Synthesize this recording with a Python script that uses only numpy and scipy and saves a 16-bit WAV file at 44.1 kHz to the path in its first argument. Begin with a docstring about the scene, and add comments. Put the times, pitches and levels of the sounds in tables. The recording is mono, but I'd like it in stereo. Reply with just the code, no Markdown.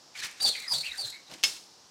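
"""Over faint outdoor hiss, a weighted cord is wound up in a grassy yard between houses, swishing and
ticking in the hand. It whirls through three whistling turns: the cord sheds vortices that sing at a
pitch set by its speed, while the weight hums lower and buffets the air. A last swish is the throw.
It lands with a hard double crack, a low thud and a short ring, and the walls throw the crack back."""
import sys
import numpy as np
from scipy import signal
from scipy.fft import rfft, irfft
from scipy.io import wavfile
from scipy.ndimage import uniform_filter1d

SR = 44100
rng = np.random.default_rng(int(sys.argv[2]) if len(sys.argv) > 2 else 0)


def bounce(signal):
    """Save signal as a 16-bit WAV file at the path given by the first command-line argument."""
    frames = np.transpose(np.atleast_2d(signal))
    limited = np.clip(frames, -1, 1)
    pcm = np.round(limited * 32767).astype(np.int16)
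    wavfile.write(sys.argv[1], SR, pcm)


N = 83790

# colour of the outdoor bed (frequency [Hz], level [dB])
AIR_COLOUR = [(25, -41), (60, -18.5), (120, -10.5), (300, -6.5), (600, -8), (850, -6), (1400, -11.5),
              (2300, -16.5), (3300, -12.5), (5400, -4.5), (8000, -18.5), (11000, -26.5), (15000, -33),
              (16000, -42)]
# low whistle of the wind-up and the slow half of each turn (time [s], pitch [Hz], level [dB])
WIND_UP = [(0.135, 2110, -83), (0.155, 2302, -41), (0.213, 1840, -60), (0.223, 1895, -51),
           (0.253, 2222, -39), (0.321, 2280, -56.5), (0.355, 2160, -64), (0.39, 2300, -66)]
SLOW_PASS_1 = [(0.533, 2550, -46), (0.547, 2480, -42.5), (0.556, 2350, -30), (0.566, 2200, -39),
               (0.591, 2150, -44), (0.603, 2330, -39.5), (0.614, 2250, -44.5), (0.655, 2100, -44),
               (0.675, 1950, -44), (0.70, 1700, -55)]
SLOW_PASS_2 = [(0.826, 2300, -55), (0.843, 2550, -34), (0.862, 2780, -32), (0.882, 2650, -35.5),
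               (0.897, 2350, -46.5), (0.92, 2020, -47), (0.965, 1800, -47.5), (0.99, 1650, -64)]
SLOW_PASS_3 = [(1.04, 1730, -67), (1.054, 1648, -61), (1.074, 1622, -45), (1.094, 1643, -58),
               (1.116, 2205, -80), (1.126, 2093, -48), (1.138, 2186, -43.5), (1.23, 2250, -67.5)]
# faders for the cord rushing through the hand (time [s], level [dB])
PICK_UP = [(0.14, -61), (0.154, -47), (0.196, -38), (0.226, -41.5), (0.248, -35), (0.288, -48), (0.36, -54),
           (0.396, -49), (0.41, -34)]
THROW = [(1.27, -59), (1.292, -57.5), (1.336, -44.5), (1.376, -57), (1.42, -56)]
# colour of that swish (frequency [Hz], level [dB])
SWISH_COLOUR = [(40, -22), (150, -9), (600, -13.5), (1100, -4), (1800, 5), (3500, 4.5), (5000, 3),
                (7000, 0), (9000, -6), (12000, -13), (16000, -24)]
# the cord shifting in the hand (time [s], level [dB])
TICKS = [(0.156, -50), (0.246, -33.5), (0.268, -38.5), (0.313, -44.5), (0.49, -25), (0.602, -38),
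         (0.624, -39.5)]
# colour of the ticks and of the turbulent wake (frequency [Hz], level [dB])
HISS_COLOUR = [(40, -9), (200, -8), (1200, -8.5), (2500, -5.5), (4000, 0), (6000, 3), (7500, -2),
               (9000, -1), (10500, -4.5), (13000, -10), (16000, -14.5)]
# strands catching the air (time [s], pitch [Hz], glide [Hz/s], level [dB], decay [s])
STRANDS = [(0.181, 4620, -18000, -42, 0.055), (0.217, 1627, 15006, -36.5, .02),
           (0.4, 3660, 14002, -37.5, 0.03), (0.678, 5000, -1500, -33.5, 0.015),
           (0.458, 3624, -5000, -22.5, .016), (0.481, 3976, -12000, -31.5, 0.031),
           (0.734, 3564, 1991, -28, 0.016), (0.744, 4065, -1000, -33.5, 0.044),
           (0.83, 2217, 15994, -40, 0.024), (0.891, 3950, -1500, -37, 0.0072),
           (0.915, 3896, -1500, -21, 0.0037), (0.933, 1605, -1000, -45.5, 0.026),
           (1.022, 3710, -3000, -45.5, 0.037), (1.266, 3750, 7005, -52, 0.042)]
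# puffs of pushed air (peak time [s], centre [Hz], width [Hz], level [dB], half-length [s])
PUFFS = [(0.25, 49.4, 40, -78, 0.034), (0.474, 90.3, 60, -54, 0.015), (0.477, 292.2, 201, -53, 0.019),
         (0.767, 148.3, 82.5, -55.5, 0.033), (0.912, 65, 55, -63.5, 0.017),
         (1.055, 140.6, 70, -54.5, 0.011), (1.321, 700, 750, -52, 0.021), (1.322, 170, 110, -58, 0.013),
         (1.347, 320, 127, -57, 0.03)]
# hum of the weight, one curve a turn (time [s], pitch [Hz], level [dB])
HUMS = [
    [(0.40, 678, -70), (0.417, 751, -47), (0.435, 795.4, -56), (0.455, 781.4, -35.5), (0.475, 607.5, -52.5),
     (0.497, 478, -42.5), (0.53, 423, -77)],
    [(0.675, 1200, -51), (0.70, 1094, -57.5), (0.722, 941, -40.5), (0.742, 633.4, -50.5),
     (0.79, 604.5, -54.5), (0.83, 543, -66)],
    [(0.975, 950, -62), (0.992, 780, -50), (1.015, 641, -55), (1.04, 519, -56), (1.08, 412, -69)],
]
# fast half of each turn (time [s], pitch [Hz], whistle level [dB], wake level [dB])
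FAST_PASS_1 = [(0.405, 4650, -45, -46), (0.413, 4650, -30, -42), (0.439, 4673, -28.5, -31.5),
               (0.449, 4647, -19.5, -35), (0.473, 4560, -28, -32.5), (0.491, 4413, -23.5, -32.5),
               (0.527, 4324, -39, -48), (0.674, 4205, -51, -55.5)]
FAST_PASS_2 = [(0.674, 4970, -54, -61), (0.682, 4950, -33.5, -44.5), (0.698, 4847, -40, -45),
               (0.722, 4790, -22, -37.5), (0.738, 4710, -32, -35), (0.746, 4543, -26.5, -38.5),
               (0.778, 4323, -39, -40.5), (0.788, 4414, -29, -35), (0.796, 4425, -42, -44.5),
               (0.812, 4450, -29.5, -41.5), (0.832, 4480, -49, -54.5), (0.87, 4570, -45, -44),
               (0.89, 3970, -49, -54), (0.966, 4096, -51, -52.5), (0.975, 4330, -50, -62)]
FAST_PASS_3 = [(0.972, 4630, -60, -47), (0.982, 4630, -39, -43), (0.994, 4630, -31, -45),
               (1.018, 4570, -33.5, -40.5), (1.032, 4370, -39, -49.5), (1.054, 4080, -31, -45.5),
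               (1.07, 4080, -51, -48), (1.076, 4180, -40, -45), (1.124, 4234, -47.5, -57.5),
               (1.162, 4240, -54, -60), (1.212, 4320, -69, -83), (1.22, 4360, -58, -68)]
# thin overtones in the wake (pitch [multiple of the whistle], level [dB])
OVERTONES = [(1.63, -10.5), (1.85, -7.5), (2.7, -17)]
# contacts of weight and cord (time [s], snap level [dB], ring level [dB])
CONTACTS = [(1.3154, -23.5, -50), (1.339, -23, -52), (1.431, -17, -43), (1.435, -36, -13), (1.4373, 1, -13),
            (1.4396, -5, -10), (1.441, 1, -6.5), (1.4427, -27, -4.5), (1.4502, -15, -14)]
# colour of one contact (frequency [Hz], level [dB])
SNAP_COLOUR = [(40, -36), (250, -18), (700, -16.5), (1400, -4), (2100, 1), (2900, 12), (4000, 4.5),
               (6000, 6), (7500, -4), (12000, -9), (16000, -22)]
# modes of the struck object (frequency [Hz], level [dB], T60 [s])
RING_MODES = [(2200, -24, 0.061), (2780, -28.5, 0.1), (2874, -30, 0.066), (3610, -34, 0.1),
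              (4190, -42, 0.11), (5200, -31, .1), (5195, -27, .13), (5200, -30, .12), (6350, -31, 0.087),
              (6510, -41, 0.12), (9039, -51, .14)]
# colour of the crack's scattered tail (frequency [Hz], level [dB])
SCATTER_COLOUR = [(60, -19), (250, -9), (700, -9), (1800, -7.5), (2800, -5.5), (4000, 3.5), (5300, 3.5),
                  (7000, -1), (9000, -4), (12000, -14), (16000, -20)]
# dull body of the blow (frequency [Hz], level [dB])
THUD_COLOUR = [(25, -8), (55, 2), (110, 5), (170, -5), (280, 1), (450, -4), (900, -10), (3000, -50)]
# slapback from the house walls (delay [s], level [dB])
WALL_ECHOES = [(0.0426, -27), (.0455, -21.5), (.128, -29.5)]
# colour of the yard's reverb (frequency [Hz], level [dB])
YARD_COLOUR = [(50, 3), (250, 4), (700, 4.5), (2000, 4), (4000, -1), (6000, 2.5), (9000, 1.5), (12000, -2),
               (16000, -10)]
# EQ of the stereo side signal (frequency [Hz], gain [dB])
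SIDE_EQ = [(30, -32), (500, -35), (1200, -35.5), (2800, -25), (5000, -40), (9000, -53), (14000, -38)]


def undb(db):
    """Decibels to gain."""
    return 10 ** (np.asarray(db) / 20)


def times():
    """Clock in seconds."""
    return np.arange(N) / SR


def unit(x):
    """Scale to rms 1."""
    return x / np.sqrt(np.mean(np.abs(x) ** 2))


def eq_curve(points):
    """Gain at each frequency bin from (frequency [Hz], level [dB]) points."""
    hz, db = np.array(points).T
    return undb(np.interp(np.log(np.fft.rfftfreq(N, 1 / SR) + 1), np.log(hz), db))


def noise(colour):
    """Noise of a given colour, rms 1."""
    return unit(irfft(rfft(rng.standard_normal(N)) * eq_curve(colour), N))


def fader(cues, db):
    """Ride a level curve, with a soft gate at its ends."""
    t = times()
    gate = uniform_filter1d(1. * ((t >= cues[0]) & (t <= cues[-1])), size=200)
    return undb(np.interp(t, cues, db)) * gate


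def convolve(x, response):
    """Play a sound through a response."""
    return signal.fftconvolve(x, response)[:N]


def fade(t60):
    """Die away by 60 dB in t60 seconds."""
    return np.exp(-np.log(1000) * times() / t60)


def tail(x, t60):
    """Fade a signal out and scale it to unit energy."""
    return unit(x * fade(t60)) / np.sqrt(N)


def triggers(cues):
    """One impulse for each (time [s], level [dB]) cue."""
    pulses = np.zeros(N)
    for start, db in cues:
        pulses[int(start * SR)] += undb(db)
    return pulses


def envelope(pulses, shape):
    """Fire a shape at each pulse; overlaps add by energy."""
    return np.sqrt(np.abs(convolve(pulses ** 2, shape ** 2)))


def vortex(hz, width_hz, steady=0.34):
    """Vortex tone: a pitch whose phase and strength wander; steady evens the strength out."""
    lowpass = (1 + (1.27 * np.fft.fftfreq(N, 1 / SR) / width_hz) ** 2) ** -2
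    white = rng.standard_normal(N) + 1j * rng.standard_normal(N)
    wander = unit(np.fft.ifft(np.fft.fft(white) * lowpass))
    wander = unit(wander / np.abs(wander) ** steady)
    carrier = np.exp(2j * np.pi * np.cumsum(hz * np.ones(N)) / SR)
    return np.sqrt(2) * np.real(wander * carrier)


def flutter(depth_db=2.5):
    """Quick uneven swelling of the turbulence, as a gain."""
    return unit(undb(depth_db * vortex(0, width_hz=130, steady=0)))


def outdoor_air():
    """A faint, steady bed of outdoor hiss."""
    return undb(-56.5) * noise(AIR_COLOUR)


def slow_whistle():
    """In the wind-up and on the slow side of the circle the cord sings about an octave lower."""
    out = 0
    for curve in (WIND_UP, SLOW_PASS_1, SLOW_PASS_2, SLOW_PASS_3):
        cues, hz, db = np.array(curve).T
        pitch = np.interp(times(), cues, hz)
        core = vortex(pitch, width_hz=240)
        breath = undb(-3.5) * vortex(pitch, width_hz=1140)
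        out += fader(cues, db) * (core + breath)
    return undb(-4) * out * flutter()


def hand_swish():
    """The cord rushes tonelessly through the hand as it is picked up and let go."""
    level = sum(fader(*np.array(curve).T) for curve in (PICK_UP, THROW))
    return undb(-1.5) * noise(SWISH_COLOUR) * flutter() * level


def hand_ticks():
    """The cord shifts in the hand with short dry ticks."""
    return noise(HISS_COLOUR) * envelope(triggers(TICKS), fade(t60=0.019))


def strand_chirps(attack_s=0.005):
    """Single strands chirp, gliding as they speed up or slow down."""
    out = 0
    for start, hz, glide, db, decay_s in STRANDS:
        age = np.maximum(times() - start, 0)
        shape = np.minimum(age / attack_s, 1) * np.exp(-age / decay_s)
        pitch = hz + glide * np.minimum(age, 2 * decay_s)
        out += undb(db) * shape * vortex(pitch, width_hz=290, steady=0.51)
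    return out


def air_puffs():
    """Soft low swells of pushed air and swinging clothes."""
    out = 0
    for peak, hz, width_hz, db, half_length in PUFFS:
        swell = np.exp(-0.5 * ((times() - peak) / half_length) ** 2)
        out += undb(db) * swell * vortex(hz, width_hz)
    return out


def weight_hum():
    """The thick weight sings low and falls in pitch as it passes."""
    out = 0
    for curve in HUMS:
        cues, hz, db = np.array(curve).T
        out += fader(cues, db) * vortex(np.interp(times(), cues, hz), width_hz=296)
    return undb(-1) * out


def fast_whistle(fray_s=0.18, wake_build_s=0.022):
    """On each fast pass a clean whistle frays into a band, over the fluttering hiss of the wake."""
    t, out = times(), 0
    for curve in (FAST_PASS_1, FAST_PASS_2, FAST_PASS_3):
        cues, hz, whistle_db, wake_db = np.array(curve).T
        pitch = np.interp(t, cues, hz)
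        age = np.maximum(t - cues[0], 0)
        clean = np.exp(-(age / fray_s) ** 2)
        tone = vortex(pitch, width_hz=243, steady=0.65)
        frayed = vortex(0.96 * pitch, width_hz=730, steady=0.2) * flutter()
        whistle = clean * tone + np.sqrt(1 - clean ** 2) * frayed  # equal-power crossfade
        overtones = sum(undb(db) * vortex(ratio * pitch, width_hz=440, steady=0) * flutter()
                        for ratio, db in OVERTONES)
        # the octave gives way to hiss as the wake turns turbulent
        turbulence = 1 - 0.45 * np.exp(-age / wake_build_s)
        wake = turbulence * (undb(-1) * noise(HISS_COLOUR) + overtones) * flutter()
        octave = undb(-7) * clean / np.sqrt(turbulence) * vortex(2 * pitch, width_hz=290)
        out += fader(cues, whistle_db) * whistle + fader(cues, wake_db) * (wake + octave)
    return out


def crack(scatter_build_s=0.008):
    """Each contact snaps, rattles and rings the struck object; the yard scatters a noisy tail."""
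    t = times()
    snaps = triggers((start, db) for start, db, _ in CONTACTS)
    pushes = triggers((start, db) for start, _, db in CONTACTS)
    # minimum phase packs the snap's colour into one sharp transient
    cepstrum = irfft(np.log(eq_curve(SNAP_COLOUR)), N)
    causal = 2 * cepstrum * (t > 0) * (t < t[-1] / 2)
    snap = unit(irfft(np.exp(rfft(causal)), N)) / np.sqrt(N)
    rattle = undb(-1) * noise(SNAP_COLOUR) * envelope(snaps, tail(1, t60=0.064))
    ring = sum(undb(db) * fade(t60) * np.sin(2 * np.pi * hz * t) for hz, db, t60 in RING_MODES)
    hit = convolve(snaps, snap) + rattle + convolve(pushes, ring)
    bloom = fade(t60=0.45) * np.minimum(t / scatter_build_s, 1)
    scatter = undb(-34.5) * noise(SCATTER_COLOUR) * envelope(snaps, bloom)
    return yard(hit, reverb_db=-23.5) + scatter


def thud(attack_s=0.0027, t60=0.35):
    """The hardest contact also shakes the struck object at low pitch."""
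    start, _, _ = max(CONTACTS, key=lambda contact: contact[1])
    age = np.maximum(times() - start, 0)
    shape = np.minimum(age / attack_s, 1) * np.exp(-np.log(1000) * age / t60)
    return undb(-57) * noise(THUD_COLOUR) * shape


def yard(x, reverb_db, build_s=0.0075):
    """Add slapback from the house walls and a short diffuse reverb."""
    diffuse = noise(YARD_COLOUR) * np.minimum(times() / build_s, 1)
    response = undb(reverb_db) * tail(diffuse, t60=0.45)
    for delay, db in WALL_ECHOES:
        response[int(delay * SR)] += undb(db)
    return x + convolve(x, response)


def scene():
    """Wind-up, turns and landing in the yard over the outdoor bed, nearly mono."""
    swing = slow_whistle() + hand_swish() + hand_ticks() + strand_chirps()
    swing += air_puffs() + weight_hum() + fast_whistle()
    mid = outdoor_air() + yard(swing, reverb_db=-13) + crack() + thud()
    side = irfft(rfft(mid) * eq_curve(SIDE_EQ), N)
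    side = convolve(side, tail(rng.standard_normal(N), t60=0.019))  # a short smear for width
    return np.array([mid + side, mid - side])


def record(dry, cutoff_hz=15900):
    """A steep low-pass trims the very top."""
    return signal.sosfilt(signal.ellip(8, 0.2, 70, cutoff_hz, fs=SR, output="sos"), dry)


dry = scene()
out = record(dry)
bounce(out)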